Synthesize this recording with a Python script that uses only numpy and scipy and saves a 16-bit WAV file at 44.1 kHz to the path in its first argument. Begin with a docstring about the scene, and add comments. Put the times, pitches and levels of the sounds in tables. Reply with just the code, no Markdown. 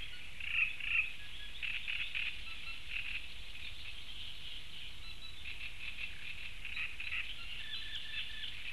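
"""A warbler sings close to the microphone in a dense reedbed: two swelling trills, then a harsh chatter
figure, repeated, from vibrating membranes shaped by throat and beak. Rough buzzes come loud and close or
faint and higher from farther off. Neighbours slur, whistle, churr and stutter over a chorus of far birds,
and a dry stem ticks now and then. The stems scatter every call into a short wet tail. The microphone,
on a fixed camera, adds its hiss to a low outdoor rumble."""
import sys
import numpy as np
from scipy import signal
from scipy.fft import rfft, irfft, next_fast_len
from scipy.io import wavfile

SR = 44100
rng = np.random.default_rng(int(sys.argv[2]) if len(sys.argv) > 2 else 0)


def transcribe(signal):
    """Save signal, clipped to [-1, 1], as a 16-bit WAV file at the path in sys.argv[1]."""
    frames = np.atleast_2d(signal).T
    limited = np.clip(frames, -1, 1)
    pcm = np.round(limited * 32767).astype(np.int16)
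    wavfile.write(sys.argv[1], SR, pcm)


N = 384552
T = np.arange(N) / SR

# Levels are relative: gains, resonances and the reeds still act on the way to the microphone.
# spectra of the outdoor rumble and the microphone hiss: f/Hz, level/dB
RUMBLE_SPECTRUM = [(15, -13), (37, 2), (55, -5.5), (76, -5), (100, -10), (160, -16.5), (230, -20),
                   (400, -26.5), (800, -29.5), (3000, -37.5)]
HISS_SPECTRUM = [(100, -10.5), (600, 3), (1200, 11), (3000, 7), (6000, -2), (12000, -5)]
# spectra of the low and high voices far across the reedbed: f/Hz, level/dB
LOW_VOICE_SPECTRUM = [(800, -30), (1400, -11), (1800, -4.5), (2200, 3), (2600, 6.5), (3000, -3),
                      (3500, -52), (5000, -34)]
HIGH_VOICE_SPECTRUM = [(2000, -51), (2800, 4), (3200, 3), (3600, 0), (4050, -5.5), (4400, -12),
                       (5200, -24.5), (7000, -33)]
# swell of the far chorus: t/s, low voices' level/dB, high voices' level/dB
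CHORUS_LEVELS = [(0.04, -49.5, -57), (0.26, -55, -57.5), (0.74, -49.5, -58.5), (1.2, -54, -56.5),
                 (1.48, -55.5, -55), (2.08, -54.5, -52.5), (2.8, -54, -52.5), (3.4, -56.5, -55),
                 (4.36, -59.5, -53.3), (4.84, -57.5, -56.5), (5.16, -61.8, -57.5), (5.74, -56.5, -58.5),
                 (6.14, -55, -55.5), (6.57, -55.5, -60.5), (6.95, -51.1, -59), (7.42, -54.5, -52.5),
                 (8.3, -54.5, -51.5), (8.6, -51.5, -52)]
# long waves slip past the thin stems, short ones bounce: f/Hz, level/dB
SCATTER_SPECTRUM = [(1300, -7), (1900, -4), (2500, 0), (3500, 3), (4100, -2)]
# resonance of a warbler's throat, and the treble a wide-open beak adds: f/Hz, level/dB
THROAT_SPECTRUM = [(700, -29.5), (1250, -20.5), (1600, -16), (1900, -10.5), (2200, -8), (2450, 3),
                   (2650, 3), (2850, -2), (3150, -16.5), (3600, -46), (5200, -51)]
OPEN_BEAK_SPECTRUM = [(2600, -18), (3100, -2), (3700, 4), (4100, -2), (4500, -16.5), (5500, -26),
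                      (7000, -54)]

# rough buzzes, some loud and close, others faint and higher from farther off:
# t/s, length/s, level/dB, beak resonance/Hz
BUZZ_NOTES = [(0, 0.057, -61, 3030), (4.141, 0.2, -51.5, 3094), (4.423, .175, -51, 3084),
              (4.719, 0.18, -51.5, 3030), (6.756, .11, -39, 2539), (7.11, .11, -38.5, 2530),
              (7.288, .034, -45, 3060), (7.473, 0.16, -48, 2823), (8.149, 0.073, -47, 2590),
              (8.647, 0.024, -46, 2560)]
# thin slurs further off: t/s, length/s, start f/Hz, end f/Hz, level/dB
SLUR_NOTES = [(0, .05, 3270, 3250, -51), (.68, .04, 3300, 3620, -54), (1.025, .056, 3080, 3950, -55),
              (1.322, .058, 3020, 3750, -53), (1.536, .05, 3120, 3900, -51),
              (1.74, .045, 3100, 3700, -52.5), (1.828, .028, 3850, 3250, -50.5),
              (1.97, .13, 3100, 3900, -51), (2.2, .1, 3200, 3700, -54), (3.61, .08, 3950, 3400, -53.5),
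              (3.775, .055, 2900, 4600, -55), (4.08, .035, 3130, 3080, -50), (5.33, .1, 3500, 3580, -57.5),
              (6.735, .05, 3780, 4100, -50), (7.033, .055, 3730, 4080, -53), (8.672, .025, 2680, 2380, -44)]
# neighbours' whistles, mostly in pairs: t/s, length/s, f/Hz, level/dB of harmonics 1, 2, 3
WHISTLE_NOTES = [(0.124, 0.052, 1464, -57, -52, -63), (1.186, 0.092, 1680, -58.5, -63, -90),
                 (1.388, .083, 1678, -55.5, -56.5, -81), (2.459, 0.078, 1336, -59.5, -49.5, -58),
                 (2.66, 0.061, 1358, -57.5, -46, -53.5), (5.03, 0.086, 1337, -66, -56.5, -51.5),
                 (5.212, 0.086, 1312, -69, -60, -49.5), (7.379, 0.069, 1384, -58.5, -48, -62),
                 (7.741, 0.064, 1330, -68, -58, -48.5), (8.123, 0.087, 1335, -79, -47, -60)]
# dry stems cracking: t/s, level/dB
STEM_TICKS = [(0.329, -59), (7.955, -51), (8.326, -62)]
# spectrum of a crack: f/Hz, level/dB
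TICK_SPECTRUM = [(600, -22), (1500, -3), (3500, 3), (7000, 6), (10000, -20)]
# the near bird's trills: t/s, beats, last whistle's level/dB
TRILL_PHRASES = [(.401, 7, -29), (.801, 6, -29)]
# its chatter: t/s, figure, chips sung, time stretch, level/dB, crescendo/dB, open-beak treble/dB
CHATTER_PHRASES = [(1.626, "rattle", 7, 0.97, -31.5, 0, -23), (1.878, "rattle", 7, 1, -31, 1, -32),
                   (2.147, "rattle", 7, 0.96, -29.5, -2, -21), (2.895, "rattle", 5, .85, -41.5, 15, -23),
                   (3.043, "rattle", 7, .85, -37.5, 5, -21), (6.648, "clicks", 4, 1, -33, -2, -22),
                   (6.999, "clicks", 4, 0.99, -31.5, -0.5, -20)]
# its two chatter figures, chip by chip: t/s into the figure, level/dB, length/s
CHATTER_FIGURES = {"rattle": [(0, -2, 0.0116), (.0165, .5, 0.0128), (.045, -1, 0.01185), (.072, -1, 0.0131),
                   (.107, -5, .012), (.12, -2, 0.0144), (.136, -1, 0.01294)], "clicks": [(0, -2.5, .011),
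                   (.014, -4.5, 0.0106), (.039, -6, .011), (.071, -1, 0.0101)]}
# a second bird's churrs: t/s, beats, last beat's level/dB
CHURR_PHRASES = [(3.548, 1, -39.5), (3.593, 4, -37), (3.848, 2, -37), (5.447, 3, -33.5), (5.601, 3, -33),
                 (5.801, 4, -32.5), (5.98, 3, -32), (6.219, 4, -34), (6.375, 4, -34.5)]
# a neighbour's stuttered calls: t/s, level/dB
STUTTER_CALLS = [(7.599, -52), (7.814, -51.5), (8.048, -51), (8.294, -51.5)]


def amp(db):
    """Decibels to gain."""
    return 10 ** (np.asarray(db) / 20)


def level(x, db):
    """Scale a sound to an rms level."""
    return x * amp(db) / np.sqrt(np.mean(x ** 2) + 1e-20)


def gain_at(hz, spectrum):
    """Gain of a (f/Hz, level/dB) spectrum at the given frequencies."""
    f, db = np.transpose(spectrum)
    return amp(np.interp(np.log(hz + 1), np.log(f), db))


def colour(x, spectrum):
    """Filter a sound by a (f/Hz, level/dB) spectrum."""
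    size = next_fast_len(len(x))
    hz = np.arange(size // 2 + 1) * SR / size
    return irfft(rfft(x, size) * gain_at(hz, spectrum), size)[:len(x)]


def wander(rate_hz):
    """Smooth random drift with a spread near 1."""
    return np.interp(T * rate_hz, np.arange(N), rng.standard_normal(N))


def between(ends, share):
    """The value a share of the way from one end to the other."""
    return ends[0] + (ends[1] - ends[0]) * share


def add(out, start, x):
    """Mix a sound in at a time in seconds."""
    i = int(np.clip(start * SR, 0, N - 1))
    out[i:i + len(x)] += x[:N - i]


def span(start, length):
    """Sample indices i of a note and its progress u from 0 to 1."""
    u = np.linspace(0, 1, max(int(length * SR), 64))
    return (int(start * SR) + np.arange(len(u))) % N, u


def swell(u, edge):
    """Note envelope with rounded ends, each a share `edge` of the note."""
    return np.sin(np.pi / 2 * np.clip(np.minimum(u, 1 - u) / edge, 0, 1)) ** 2


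def phase(hz):
    """Phase of a moving pitch."""
    return 2 * np.pi * np.cumsum(hz) / SR


def rumble_and_hiss(rumble_db=-55, hiss_db=-66):
    """Low outdoor rumble under the microphone's even hiss."""
    rumble = level(colour(rng.standard_normal(N), RUMBLE_SPECTRUM), rumble_db)
    hiss = level(colour(rng.standard_normal(N), HISS_SPECTRUM), hiss_db)
    return rumble + hiss


def reeds(x, stems_db, stems_t60, tail_db, tail_t60):
    """Close stems scatter a call at once; the wider bed returns a tail. Decay times are in seconds."""
    t = T[:SR]
    build_up = 1 - np.exp(-t / .015)
    echo = np.zeros(SR)
    for db, t60 in (stems_db, stems_t60), (tail_db, tail_t60):
        scatter = rng.standard_normal(SR) * np.exp(-np.log(1000) * t / t60) * build_up
        echo += amp(db) * scatter / np.linalg.norm(scatter)
    wet = colour(signal.fftconvolve(x, echo)[:N], SCATTER_SPECTRUM)
    return (x + wet) / np.sqrt(1 + np.sum(echo ** 2))


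def far_voices(spectrum, glide=.1985, spread_db=3, throb_db=3, chirp_db=-4, count=900):
    """Far chirps, blurred by the reeds, in a throbbing wash of rasps too distant to tell apart."""
    chirps = np.zeros(N)
    for when_pitch_length, (slope, size) in zip(rng.random((count, 3)), rng.standard_normal((count, 2))):
        when, pitch, length = when_pitch_length
        _, u = span(0, between((.01025, .0442), length))
        hz = between((1900, 4400), pitch) * np.exp(glide * slope * (u - .5))
        add(chirps, when * T[-1], amp(spread_db * size) * np.sin(phase(hz)) * swell(u, .21))
    blurred = reeds(colour(chirps, spectrum), stems_db=-4, stems_t60=.24, tail_db=1, tail_t60=.2)
    wash = colour(rng.standard_normal(N), spectrum) * amp(throb_db * wander(130))
    return level(level(blurred, chirp_db) + level(wash, 0), 0)


def chorus():
    """Far across the bed, low and high voices wax and wane on their own."""
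    times, low_db, high_db = np.transpose(CHORUS_LEVELS)
    low = far_voices(LOW_VOICE_SPECTRUM) * amp(np.interp(T, times, low_db))
    high = far_voices(HIGH_VOICE_SPECTRUM) * amp(np.interp(T, times, high_db))
    return low + high


def syrinx(hz, beak_hz=2600, treble_db=-60, harmonics=9):
    """Harmonics of the vibrating membranes, each weighted by throat and beak as it glides through."""
    k = np.arange(1, harmonics + 1)[:, None]
    partial_hz = np.abs(k * hz)
    throat = gain_at(partial_hz * 2600 / beak_hz, THROAT_SPECTRUM)
    open_beak = amp(treble_db) * gain_at(partial_hz, OPEN_BEAK_SPECTRUM)
    return np.sum((throat + open_beak) * np.sin(k * phase(hz)), axis=0)


def buzzes(pitch_to_beak=.254, beat_hz=145, rough=.095, depth=.48):
    """Rough held creaks, close or farther off, chopped by the beating of a second membrane."""
    out, shake = np.zeros(N), 1 + rough * wander(900)
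    beat_rate = beat_hz * (1 + .1394 * wander(120))
    chop = 1 + depth * np.sin(phase(beat_rate))
    for start, length, db, beak_hz in BUZZ_NOTES:
        i, u = span(start, length)
        creak = syrinx(pitch_to_beak * beak_hz * shake[i], beak_hz)
        add(out, start, level(creak * chop[i] * swell(u, .12), db))
    return out


def slurs(notes, waver=.022):
    """Thin gliding notes with a slight rasp, some way off in the reeds."""
    out, shake = np.zeros(N), 1 + waver * wander(500)
    for start, length, start_hz, end_hz, db in notes:
        i, u = span(start, length)
        hz = between((start_hz, end_hz), u) * shake[i]
        add(out, start, level(np.sin(phase(hz)) * swell(u, .3), db))
    return out


def piped(notes, edge, scoop=.025, waver=.0093, beak_hz=2900, beak_width_hz=170, beak_gain=3):
    """Clear notes that scoop up and droop; a harmonic flares as it falls through the beak resonance."""
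    out, shake = np.zeros(N), 1 + waver * wander(250)
    for start, length, hz, droop, harmonics_db in notes:
        i, u = span(start, length)
        pitch = hz * (1 - scoop * np.exp(-u / .13) - droop * u ** 4) * shake[i]
        for k, db in enumerate(harmonics_db, 1):
            flare = 1 + beak_gain / (1 + ((k * pitch - beak_hz) / beak_width_hz) ** 2)
            add(out, start, level(np.sin(k * phase(pitch)) * flare * swell(u, edge), db))
    return out


def whistles(droop=.023):
    """Neighbours pipe soft-edged nasal notes of three harmonics, almost level in pitch."""
    notes = [(start, length, hz, droop, levels) for start, length, hz, *levels in WHISTLE_NOTES]
    return piped(notes, edge=.13)


def ticks(length_s=.0029):
    """A dry stem cracks faintly now and then."""
    out = np.zeros(N)
    for start, db in STEM_TICKS:
        _, u = span(start, length_s)
        add(out, start, level(rng.standard_normal(len(u)) * np.exp(-4 * u), db))
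    return colour(out, TICK_SPECTRUM)


def trills(beat_s=.0338, flip_s=.0097, creak_fall=.21, arch=.18, fade_db=3, rough=.005):
    """The near voice flips from a falling creak to a whistle about an octave up, harder every beat."""
    # each pair runs from the weakest beat to the strongest
    creak_hz, creak_db, whistle_s = (530, 640.4), (-11.5, -3.5), (.0082, .0303)
    whistle_hz, last_sag_hz, rise_db = 1408, 111, 27
    out, shake = np.zeros(N), 1 + rough * wander(670)
    for first, beats, db in TRILL_PHRASES:
        for beat in range(beats):
            start = first + beat * beat_s
            effort = 1 - (beats - 1 - beat) / 6
            i, u = span(start, length=.012)
            creak = syrinx(between(creak_hz, effort) * (1 + creak_fall * (.5 - u)) * shake[i])
            add(out, start, level(creak * swell(u, .36), db + between(creak_db, effort)))
            # the whistle rises and falls in one arch and weakens as it drops away
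            _, u = span(start, between(whistle_s, effort))
            peak_hz = whistle_hz - last_sag_hz * effort ** 9
            whistle = syrinx(peak_hz * (1 - arch * (2 * u - 1) ** 2), harmonics=3)
            whistle *= swell(u, .16) * amp(-fade_db * u ** 2)
            add(out, start + flip_s, level(whistle, db - rise_db * (1 - effort) ** 1.5))
    return colour(out, [(1100, -7), (1500, 0)])  # thin the bass


def chips(notes, pitch_hz, fall, rough, beak_hz, beak_db, gain_db):
    """Each chip plunges in pitch, so one harmonic after another flashes through the beak resonance."""
    out, shake = np.zeros(N), 1 + rough * wander(900)
    for (start, db, treble_db, length), detune in zip(notes, rng.standard_normal(len(notes))):
        i, u = span(start, length)
        hz = pitch_hz * (1 + .0509 * detune) * np.exp(fall * (.5 - u)) * shake[i]
        chip = syrinx(hz, beak_hz, treble_db + beak_db) * swell(u, .15)
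        add(out, start, level(chip, db + gain_db))
    return out


def throat_ring(x, hz, width_hz, gain):
    """The throat rings on briefly at its resonance, rounding and linking the chips."""
    return x + gain * signal.lfilter(*signal.iirpeak(hz, hz / width_hz, fs=SR), x)


def chatter(beak_closing_db=3):
    """The near bird repeats figures of steep chips, losing treble as its beak closes over each phrase."""
    notes = []
    for start, figure, count, stretch, db, crescendo_db, treble_db in CHATTER_PHRASES:
        for (after, chip_db, length), along in zip(CHATTER_FIGURES[figure], np.linspace(0, 1, count)):
            notes.append((start + stretch * after, db + chip_db + crescendo_db * along,
                          treble_db - beak_closing_db * along, length))
    voice = chips(notes, pitch_hz=756, fall=.44, rough=.055, beak_hz=2608, beak_db=.5, gain_db=-4.5)
    return throat_ring(voice, hz=2630, width_hz=350, gain=.081)


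def twitter(count=28, during_s=(2.9, 4.95), length_s=(.025, .065), sweep_hz=(2950, 4560), db=-60):
    """A far bird strings steep sweeps together at a loose pace, more of them up than down."""
    notes = []
    for k, (late, long, direction) in enumerate(rng.random((count, 3))):
        ends_hz = sweep_hz if direction < .7 else sweep_hz[::-1]
        notes.append((between(during_s, (k + late) / count), between(length_s, long), *ends_hz, db))
    return slurs(notes)


def churrs(beat_s=.0243, length_s=.01417, rise_db=2, treble_db=-11.5, flick_s=.0115, flick_db=-12):
    """A second bird's rougher, brighter beats grow evenly to a soft flick; its narrow throat rings."""
    notes = []
    for start, beats, db in CHURR_PHRASES:
        last = beats - 1
        for k in range(beats):
            notes.append((start + k * beat_s, db - rise_db * (last - k), treble_db, length_s))
        notes.append((start + last * beat_s + flick_s, db + flick_db, treble_db, length_s))
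    voice = chips(notes, pitch_hz=561, fall=.411, rough=.069, beak_hz=2580, beak_db=3.5, gain_db=-9.5)
    return throat_ring(voice, hz=2470, width_hz=230, gain=.79)


def pips(count=5, during_s=(6.1, 6.217), length_s=.012, fall_hz=(1920, 1430), db=(-56.5, -53.5)):
    """A neighbour's short run of low falling pips grows louder."""
    return slurs([(between(during_s, along), length_s, *fall_hz, between(db, along))
                  for along in np.linspace(0, 1, count)])


def stutters(count=4, beat_s=.0362, hz=1778):
    """A neighbour's quick notes on one pitch grow longer; the last plunges and its octave flashes."""
    length_s, droop, octave_db = (.0206, .044), (.072, .227), (-2, 9.5)  # first note, last note
    notes = []
    for start, db in STUTTER_CALLS:
        for k, along in enumerate(np.linspace(0, 1, count)):
            plunge = along ** 5
            levels = (db, db + between(octave_db, plunge))
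            notes.append((start + k * beat_s, between(length_s, along), hz, between(droop, plunge), levels))
    return piped(notes, edge=.11)


def scene():
    """One microphone in the reeds: trills and buzzes driest, neighbours wetter, the chorus far behind."""
    trill_and_buzz = reeds(trills() + buzzes(), stems_db=-11.5, stems_t60=.07, tail_db=-9, tail_t60=.48)
    near_chatter = reeds(chatter(), stems_db=-7.5, stems_t60=.06, tail_db=-8.5, tail_t60=.48)
    second_bird = reeds(churrs(), stems_db=-2.5, stems_t60=.051, tail_db=-3, tail_t60=.52)
    piping = whistles() + stutters() + slurs(SLUR_NOTES) + twitter() + pips()
    neighbours = reeds(piping, stems_db=-6.5, stems_t60=.09, tail_db=-4.5, tail_t60=.55)
    small_beak = signal.butter(4, 900, "highpass", fs=SR, output="sos")  # radiates no bass
    birds = signal.sosfilt(small_beak, trill_and_buzz + near_chatter + second_bird + neighbours)
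    return (birds + chorus() + ticks() + rumble_and_hiss())[None]


def record(dry):
    """The camera cuts the top from the microphone's signal and adds a small steady offset."""
    top_hz, offset = 12050, .0087
    top_cut = signal.ellip(12, .1, 70, top_hz, fs=SR, output="sos")
    return signal.sosfilt(top_cut, dry) + offset


dry = scene()
out = record(dry)
transcribe(out)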